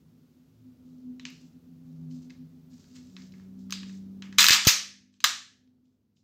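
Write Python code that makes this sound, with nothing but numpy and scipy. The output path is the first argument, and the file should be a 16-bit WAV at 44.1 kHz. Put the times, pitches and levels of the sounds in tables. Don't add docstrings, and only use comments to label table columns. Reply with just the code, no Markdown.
import sys
import numpy as np
from scipy import signal
from scipy.fft import rfft, irfft
from scipy.io import wavfile
from scipy.ndimage import uniform_filter1d, minimum_filter1d

SR = 44100
rng = np.random.default_rng(int(sys.argv[2]) if len(sys.argv) > 2 else 0)


def gain_from_decibels(decibels):
    exponent = np.asarray(decibels, float) / 20
    return 10 ** exponent


def inscribe(sig):
    pcm = np.round(np.clip(np.atleast_2d(sig).T, -1, 1) * 32767)
    wavfile.write(sys.argv[1], SR, pcm.astype(np.int16))


N = 274743

# (time [s], firing rate [Hz])
FIRING_RATE = [
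    (0, 77),
    (2.2, 88.6),
    (3, 92.8),
    (3.4, 94.7),
    (4.2, 96.8),
    (5, 99.3),
    (6.23, 101.6),
]
# (time [s], load [dB])
ENGINE_LOAD = [
    (0, -24.5),
    (1.8, -19),
    (3.05, -18),
    (3.15, -3),
    (3.45, -2),
    (3.8, 1),
    (4.38, -2),
    (5.2, -5),
    (5.6, -14.5),
    (6.23, -13.5),
]
# (multiple of firing rate, level at full load and cruising speed [dB],
# share of the load's swing, gain with firing rate [dB/Hz])
ENGINE_ORDERS = [
    (1, -61.5, .05, 0.7),
    (2, -41.5, 1.15, -0.28),
    (3, -59.5, 2.5, 3.6),
    (4, -69.5, 0.9, 0.65),
]
# (time [s], level [dB], length [s])
UPPER_SWELLS = [(0.42, -57.5, 0.15), (0.682, -45, 0.086), (0.94, -43.5, 0.25), (1.093, -36, 0.12),
                (1.262, -40.5, 0.14), (1.444, -45, 0.047), (1.567, -46, 0.03), (1.72, -48, 0.12),
                (1.884, -43, 0.15), (2.015, -43, 0.087), (2.142, -38, 0.11), (2.292, -42.5, 0.066),
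                (2.417, -41.5, 0.077), (2.568, -47.5, .065), (2.747, -46, 0.058), (2.984, -45, 0.18),
                (3.224, -46, 0.078), (3.396, -57, .1), (3.603, -47.5, 0.18), (3.88, -50.5, 0.079),
                (4.208, -62, 0.11), (5.041, -50.5, 0.42), (5.399, -52, .2), (5.761, -49.5, 0.41)]
# (time [s], level [dB], length [s])
LOWER_SWELLS = [(.08, -51.5, 0.068), (.95, -54.5, 0.13), (1.4, -56, 0.33), (1.752, -49.5, 0.1),
                (2.05, -39.5, 0.31), (2.454, -46.5, 0.13), (2.65, -51.5, 0.25), (2.986, -53, 0.065),
                (3.3, -56.5, 0.14), (4.1, -66, 0.38)]
# (time [s], level [dB], length [s])
DEEP_SWELLS = [
    (.12, -58, 0.073),
    (.63, -55, 0.19),
]
# (time [s], level [dB])
TRAFFIC_SWELLS = [
    (0, -67),
    (.64, -68.5),
    (1.1, -62.5),
    (1.63, -66.5),
    (2.16, -62),
    (2.6, -66),
    (4.3, -63.5),
    (5, -64),
    (6.23, -64.5),
]
# (frequency [Hz], density [dB per Hz])
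RUMBLE_SPECTRUM = [(12, -60.5), (20, -31), (70, -13), (117, -9), (154, -6.5), (202, -11), (255, 2),
                   (280, -14.5), (317, -13.5), (665, -29.5), (1500, -42.5), (1950, -63.5), (3300, -120)]
# (frequency [Hz], density [dB per Hz])
HISS_SPECTRUM = [(410, -38.5), (700, -13), (1390, -6.5), (1610, -10), (2390, -10), (4340, -9.5),
                 (6450, -11.5), (9100, -19.5), (15000, -12.5), (15900, -15.5), (16500, -34)]
# (time [s], gain [dB])
SLOW_GAIN = [
    (0, -4.5),
    (4.38, -2),
    (4.42, 1),
    (4.7, -12.5),
    (5.2, -21.5),
    (5.26, -16),
    (6.23, -18.5),
]
# (frequency [Hz], T60 [s])
ROOM_DECAY = [(300, 0.62), (900, 0.26), (2000, 0.45), (3000, 0.41), (6000, 0.41), (9000, 0.34),
              (14000, 0.15)]
# (time [s], level [dB], frequency [Hz], T60 [s])
AIR_THUMPS = [
    (4.384, -41.5, 148.6, 0.064),
    (4.506, -11.5, 104.7, 0.0081),
    (4.670, -2, 106.1, 0.027),
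    (5.244, -37.5, 131, 0.028),
]
# (start [s], length [s], level [dB], lows above that [dB])
STROKES = [(0.855, 0.17, -79, -12), (1.326, .15, -67, -20), (1.86, 0.27, -82, -2),
           (2.114, 0.078, -65.5, -14), (2.224, 0.044, -68.5, -7), (2.715, 0.54, -68, -5.5),
           (2.958, 0.027, -58, -1.5), (3.0, 0.03, -86, -10), (3.065, 0.056, -75, -16),
           (3.2, 0.083, -67.5, -17), (3.34, 0.11, -72, 4), (3.59, .06, -70.5, -12), (3.76, .1, -75, -3),
           (3.879, 0.098, -60.5, -10), (4.24, 0.035, -67.5, 3), (4.345, 0.011, -74, 4.5),
           (4.401, 0.022, -17, 1), (4.45, .11, -23, 3.5), (4.635, 0.052, -40.5, -11.5),
           (5.135, .03, -74, -1.5), (5.85, .1, -88.5, -5.5), (6.168, .04, -80, -17)]
# (time [s], peak at 2.5-8 kHz [dB], lows above that [dB], strongest ring [Hz])
LIGHT_TICKS = [(1.1964, -30.5, -8.5, 3980), (1.2528, -17, -13, 2800), (1.264, -31, -12, 5000),
               (1.53, -57, -21, 2980), (2.111, -46.5, -14, 3050), (2.298, -47, 4, 4900),
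               (2.304, -33, -14, 2170), (2.842, -45, -8, 1610), (3.166, -28, -7.5, 2210),
               (3.22, -40, -14, 5660), (3.321, -44.5, -21, 5500), (3.338, -49.5, 2.5, 2270),
               (3.398, -50, 2, 1820), (3.698, -39, -1, 1290), (3.738, -22, -20, 3600),
               (3.8314, -29.5, -4.5, 3800), (3.895, -42.5, 0.5, 2640), (4.2224, -25, -2.5, 3340),
               (4.3262, -30.5, -4, 2030), (5.14, -53, -18, 3420), (5.675, -62, -6, 4394),
               (5.855, -64, -17, 3700), (6.17, -58, -22.5, 5820)]
# (time [s], peak at 2.5-8 kHz [dB], highs above that [dB], rattle T60 [s], strongest ring [Hz])
METAL_CLACKS = [(1.302, -52, 6, 0.0061, 6600), (3.707, -26.5, -7, 0.013, 6420),
                (3.724, -13.5, -18.5, 0.014, 5080), (4.379, -29.5, -25, 0.099, 4000),
                (4.384, 1.5, -15.5, 0.039, 4260), (4.392, 1.5, -23, 0.033, 3660),
                (4.409, -5.5, -23, 0.065, 3770), (4.428, -2.5, -13.5, 0.019, 3770),
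                (4.4421, -0.5, -7, .015, 2880), (4.466, 3.5, -13, 0.009, 5660),
                (4.4845, 8, -10.5, 0.026, 3660), (4.495, 6, -16.5, 0.015, 2567),
                (4.5063, 4, -13.5, 0.018, 4975), (4.519, -0.5, -19.5, 0.016, 3660),
                (4.531, -6, -18.5, 0.03, 5020), (4.65, -14, -16, 0.06, 1710),
                (4.663, -17, -7.5, .008, 6350), (4.669, -3.5, -16.5, 0.11, 5770),
                (4.6715, 1.5, -5, 0.13, 6600), (4.676, -1, -13.5, 0.13, 2530),
                (5.2036, -31, -22, 0.014, 5000), (5.2408, -5, -10, 0.008, 3390),
                (5.2418, 2.5, -13.5, 0.018, 1720), (5.246, -1.5, -23.5, 0.012, 4170)]
# (frequency [Hz], T60 [s])
SLIDE_MODES = [(1266, 0.007), (1720, 0.006), (2100, 0.025), (2600, 0.029), (3060, 0.0077), (3660, 0.0034),
               (4090, 0.032), (4975, .025), (5480, 0.016), (6350, 0.033), (7050, 0.035)]
# (frequency [Hz], density [dB per Hz])
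PISTOL_SPECTRUM = [(240, -51.5), (400, -23), (818, -14.5), (1250, -6), (1430, -10.5), (1670, -7.5),
                   (3030, -6.5), (4900, -5), (7230, -6.5), (9870, -22.5), (15000, -10), (15700, -25),
                   (16500, -40)]

CRUISE_HZ, HISS_DB = 96, -73
UPPER_HZ, LOWER_HZ, DEEP_HZ, BOOM_WANDER_HZ = 252.5, 159.5, 110, 1.6
RUB_ATTACK_S, RUB_RELEASE_S, RUB_FADE_DB = 0.016, 0.025, 5.5
RUB_EDGE_HZ = 3100
TICK_HIGHS_DB, TICK_RATTLE_S, TICK_CUT_HZ = -38, 0.013, 5100
CLACK_LOWS_DB, LOWS_DB_PER_OCTAVE = -8.0, 2
NEAR_CUT_HZ = 1200
THUMP_ROOM_DB, THUMP_ROOM_HZ = -13, 674


def in_time(rows):
    s, *columns = np.transpose(rows)
    return [np.interp(np.arange(N) / SR, s, column) for column in columns]


def at_hz(points, hz):
    table_hz, values = np.transpose(points)
    return np.interp(np.log(hz + 1), np.log(table_hz), values)


def rms_one(x):
    return x / np.sqrt(np.mean(x ** 2) + 1e-20)


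def cut(x, hz, kind, order=2):
    return signal.sosfilt(signal.butter(order, hz, kind, fs=SR, output="sos"), x)


def colour(x, spectrum):
    size = 8192
    level_db = np.maximum(at_hz(spectrum, np.fft.rfftfreq(size, 1 / SR)), -90)
    cepstrum = irfft(np.log(gain_from_decibels(level_db)))
    cepstrum[1:size // 2] *= 2
    cepstrum[size // 2 + 1:] = 0
    impulse = rms_one(irfft(np.exp(rfft(cepstrum)))) / np.sqrt(size)
    return signal.fftconvolve(x, impulse)[:len(x)]


def drift(rate):
    return rms_one(cut(rng.standard_normal(N + SR), rate, "low")[SR:])


def ring(x, hz, t60):
    radius = gain_from_decibels(-60 / (t60 * SR))
    angle = 2 * np.pi * hz / SR
    feedback = [1, -2 * radius * np.cos(angle), radius * radius]
    return signal.lfilter([0, np.sin(angle)], feedback, x + 1e-18)


def split(x, low_gain, high_gain, edge_hz=2400):
    def twice(v, hz, kind):
        return cut(cut(v, hz, kind, order=4), hz, kind, order=4)

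    lows = twice(x, edge_hz, "low")
    rest = twice(x, edge_hz, "high")
    return low_gain * lows + twice(rest, 8500, "low") + high_gain * twice(rest, 8500, "high")


def room(x):
    t, tail = np.arange(SR * 3 // 4) / SR, 0
    edges = 200 * 2 ** np.arange(0, 6.6, 0.5)
    white = rng.standard_normal((2, len(t)))
    for k, (low, high) in enumerate(zip(edges, edges[1:])):
        t60 = at_hz(ROOM_DECAY, np.sqrt(low * high))
        tail = tail + cut(white[k % 2], [low, high], "band") * gain_from_decibels(-60 * t / t60)
    tail = tail * (1 - np.exp(-t / 0.0024))
    return signal.fftconvolve(x, tail / np.sqrt(np.sum(tail ** 2)))[:N]


def hiss():
    return gain_from_decibels(HISS_DB) * colour(rng.standard_normal(N), HISS_SPECTRUM)


def traffic():
    level_db = in_time(TRAFFIC_SWELLS)[0] + 11.0 + 0.54 * drift(2.3)
    return gain_from_decibels(level_db) * colour(rng.standard_normal(N), RUMBLE_SPECTRUM)


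def tone(hz, db):
    level = np.sqrt(2) * gain_from_decibels(db + 0.59 * drift(4.7))
    phase = 2 * np.pi * np.cumsum(hz) / SR + 0.14 * drift(1.8)
    return level * np.sin(phase)


def boom(hz, swells):
    t, power = np.arange(N) / SR, 0
    for s, db, length in swells:
        power = power + gain_from_decibels(2 * db) * np.exp(-8 * np.log(2) * ((t - s) / length) ** 2)
    return np.sqrt(power) * tone(hz + BOOM_WANDER_HZ * drift(8.8), 0)


def engine():
    firing_hz, load_db = in_time(FIRING_RATE)[0], in_time(ENGINE_LOAD)[0]
    out = np.zeros(N)
    for multiple, db, share, per_hz in ENGINE_ORDERS:
        level_db = db + share * load_db + per_hz * (firing_hz - CRUISE_HZ) + 1.7 * drift(0.5)
        out += tone(round(multiple) * firing_hz, level_db)
    return out + boom(UPPER_HZ, UPPER_SWELLS) + boom(LOWER_HZ, LOWER_SWELLS) + boom(DEEP_HZ, DEEP_SWELLS)


def background():
    return gain_from_decibels(in_time(SLOW_GAIN)[0]) * (engine() + traffic() + hiss())


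def thumps():
    out = np.zeros(N)
    for s, db, hz, t60 in AIR_THUMPS:
        t = np.arange(N - round(s * SR)) / SR
        onset = 1 - np.exp(-t / 0.00022)
        out[-len(t):] -= gain_from_decibels(db - 60 * t / t60) * np.cos(2 * np.pi * hz * t) * onset
    return out


def rubbing():
    grains = rng.standard_normal(N)
    unevenness_db = 3 * np.minimum(rng.exponential(1, N), 3.5) + 2.5 * drift(90)
    grains = rms_one(grains * gain_from_decibels(unevenness_db))
    parts, t = np.zeros((3, N)), np.arange(N) / SR
    for s, length, db, low_db in STROKES:
        corners = [s - RUB_ATTACK_S, s, s + length, s + length + RUB_RELEASE_S]
        on = np.interp(t, corners, [0, 1, gain_from_decibels(-RUB_FADE_DB), 0])
        weights = np.array([[1], [gain_from_decibels(low_db)], [gain_from_decibels(0.3 * db + 0.5)]])
        parts += on * gain_from_decibels(db + 1.5) * weights
    level = parts[0] + 1e-12
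    return level * split(grains, parts[1] / level, parts[2] / level, RUB_EDGE_HZ)


def contacts(table):
    t = np.arange(4096) / SR
    out = np.zeros((2, N + len(t)))
    grits = rng.standard_normal((len(table), len(t)))
    spread = rng.standard_normal((len(table), len(SLIDE_MODES)))
    for (s, db, low_db, high_db, t60, spot_hz), grit, luck in zip(table, grits, spread):
        rattle = grit * gain_from_decibels(-60 * t / np.clip(t60, 0.002, 0.09))
        rattle[0] = 5.3
        burst = np.zeros((2, len(t)))
        burst[1, 0] = np.sqrt(np.sum(rattle ** 2))
        burst[0] = rattle + gain_from_decibels(-28.0) * ring(rattle, spot_hz, 0.018)
        burst[1] += gain_from_decibels(-17) * ring(burst[1], spot_hz, 0.003)
        for (hz, ring_t60), chance in zip(SLIDE_MODES, luck):
            octaves_away = abs(np.log2(hz / spot_hz))
            mode_db = -29.5 - 8.0 * octaves_away + 2 * np.clip(chance, -1, 1)
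            burst[0] += gain_from_decibels(mode_db) * ring(rattle, hz, ring_t60)
        at = round(s * SR)
        out[:, at:at + len(t)] += gain_from_decibels(db - 10) * split(burst, gain_from_decibels(low_db + 4), gain_from_decibels(high_db + 8))
    return out[:, :N]


def handling():
    ticks = contacts([(s, db, low_db, TICK_HIGHS_DB, TICK_RATTLE_S, hz) for s, db, low_db, hz in LIGHT_TICKS])
    ticks = cut(ticks, TICK_CUT_HZ, "low")
    rub = rubbing()
    return cut(ticks[0] + rub, NEAR_CUT_HZ, "high") + room(gain_from_decibels(-5.0) * ticks[1] + gain_from_decibels(-6.0) * rub)


def slide_clacks(spots=3):
    clacks, out = [], np.zeros(N)
    for s, db, high_db, t60, hz in METAL_CLACKS:
        low_db = CLACK_LOWS_DB - LOWS_DB_PER_OCTAVE * np.log2(hz / 3700)
        clacks.append((s, db, low_db, high_db, t60, hz))
    for first in range(spots):
        near, radiated = contacts(clacks[first::spots])
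        out += cut(near, NEAR_CUT_HZ, "high", order=4) + gain_from_decibels(-6.0) * room(radiated)
    return out


def pistol():
    return cut(colour(handling() + slide_clacks(), PISTOL_SPECTRUM), 780, "high", order=3)


def scene():
    gun, floor, push = pistol(), background(), thumps()
    push = push + gain_from_decibels(THUMP_ROOM_DB) * room(cut(push, THUMP_ROOM_HZ, "high", order=3))
    return (gun + cut(push + floor, 33, "high"))[None]


def roll_off(x):
    return signal.sosfilt(signal.butter(12, 16820, fs=SR, output="sos"), x)


def record(dry):
    recovered_db = 260 * np.arange(N) / SR
    over_db = np.maximum(20 * np.log10(np.abs(dry[0]) + 1e-9) + 1.8, 0)
    held_db = np.maximum.accumulate(over_db + recovered_db) - recovered_db
    ahead_db = -minimum_filter1d(-held_db, size=400)
    gain = gain_from_decibels(-uniform_filter1d(ahead_db, size=130))
    mix = cut(dry * gain, 16200, "low", order=12)
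    return roll_off(mix)


dry = scene()
out = record(dry)
inscribe(out)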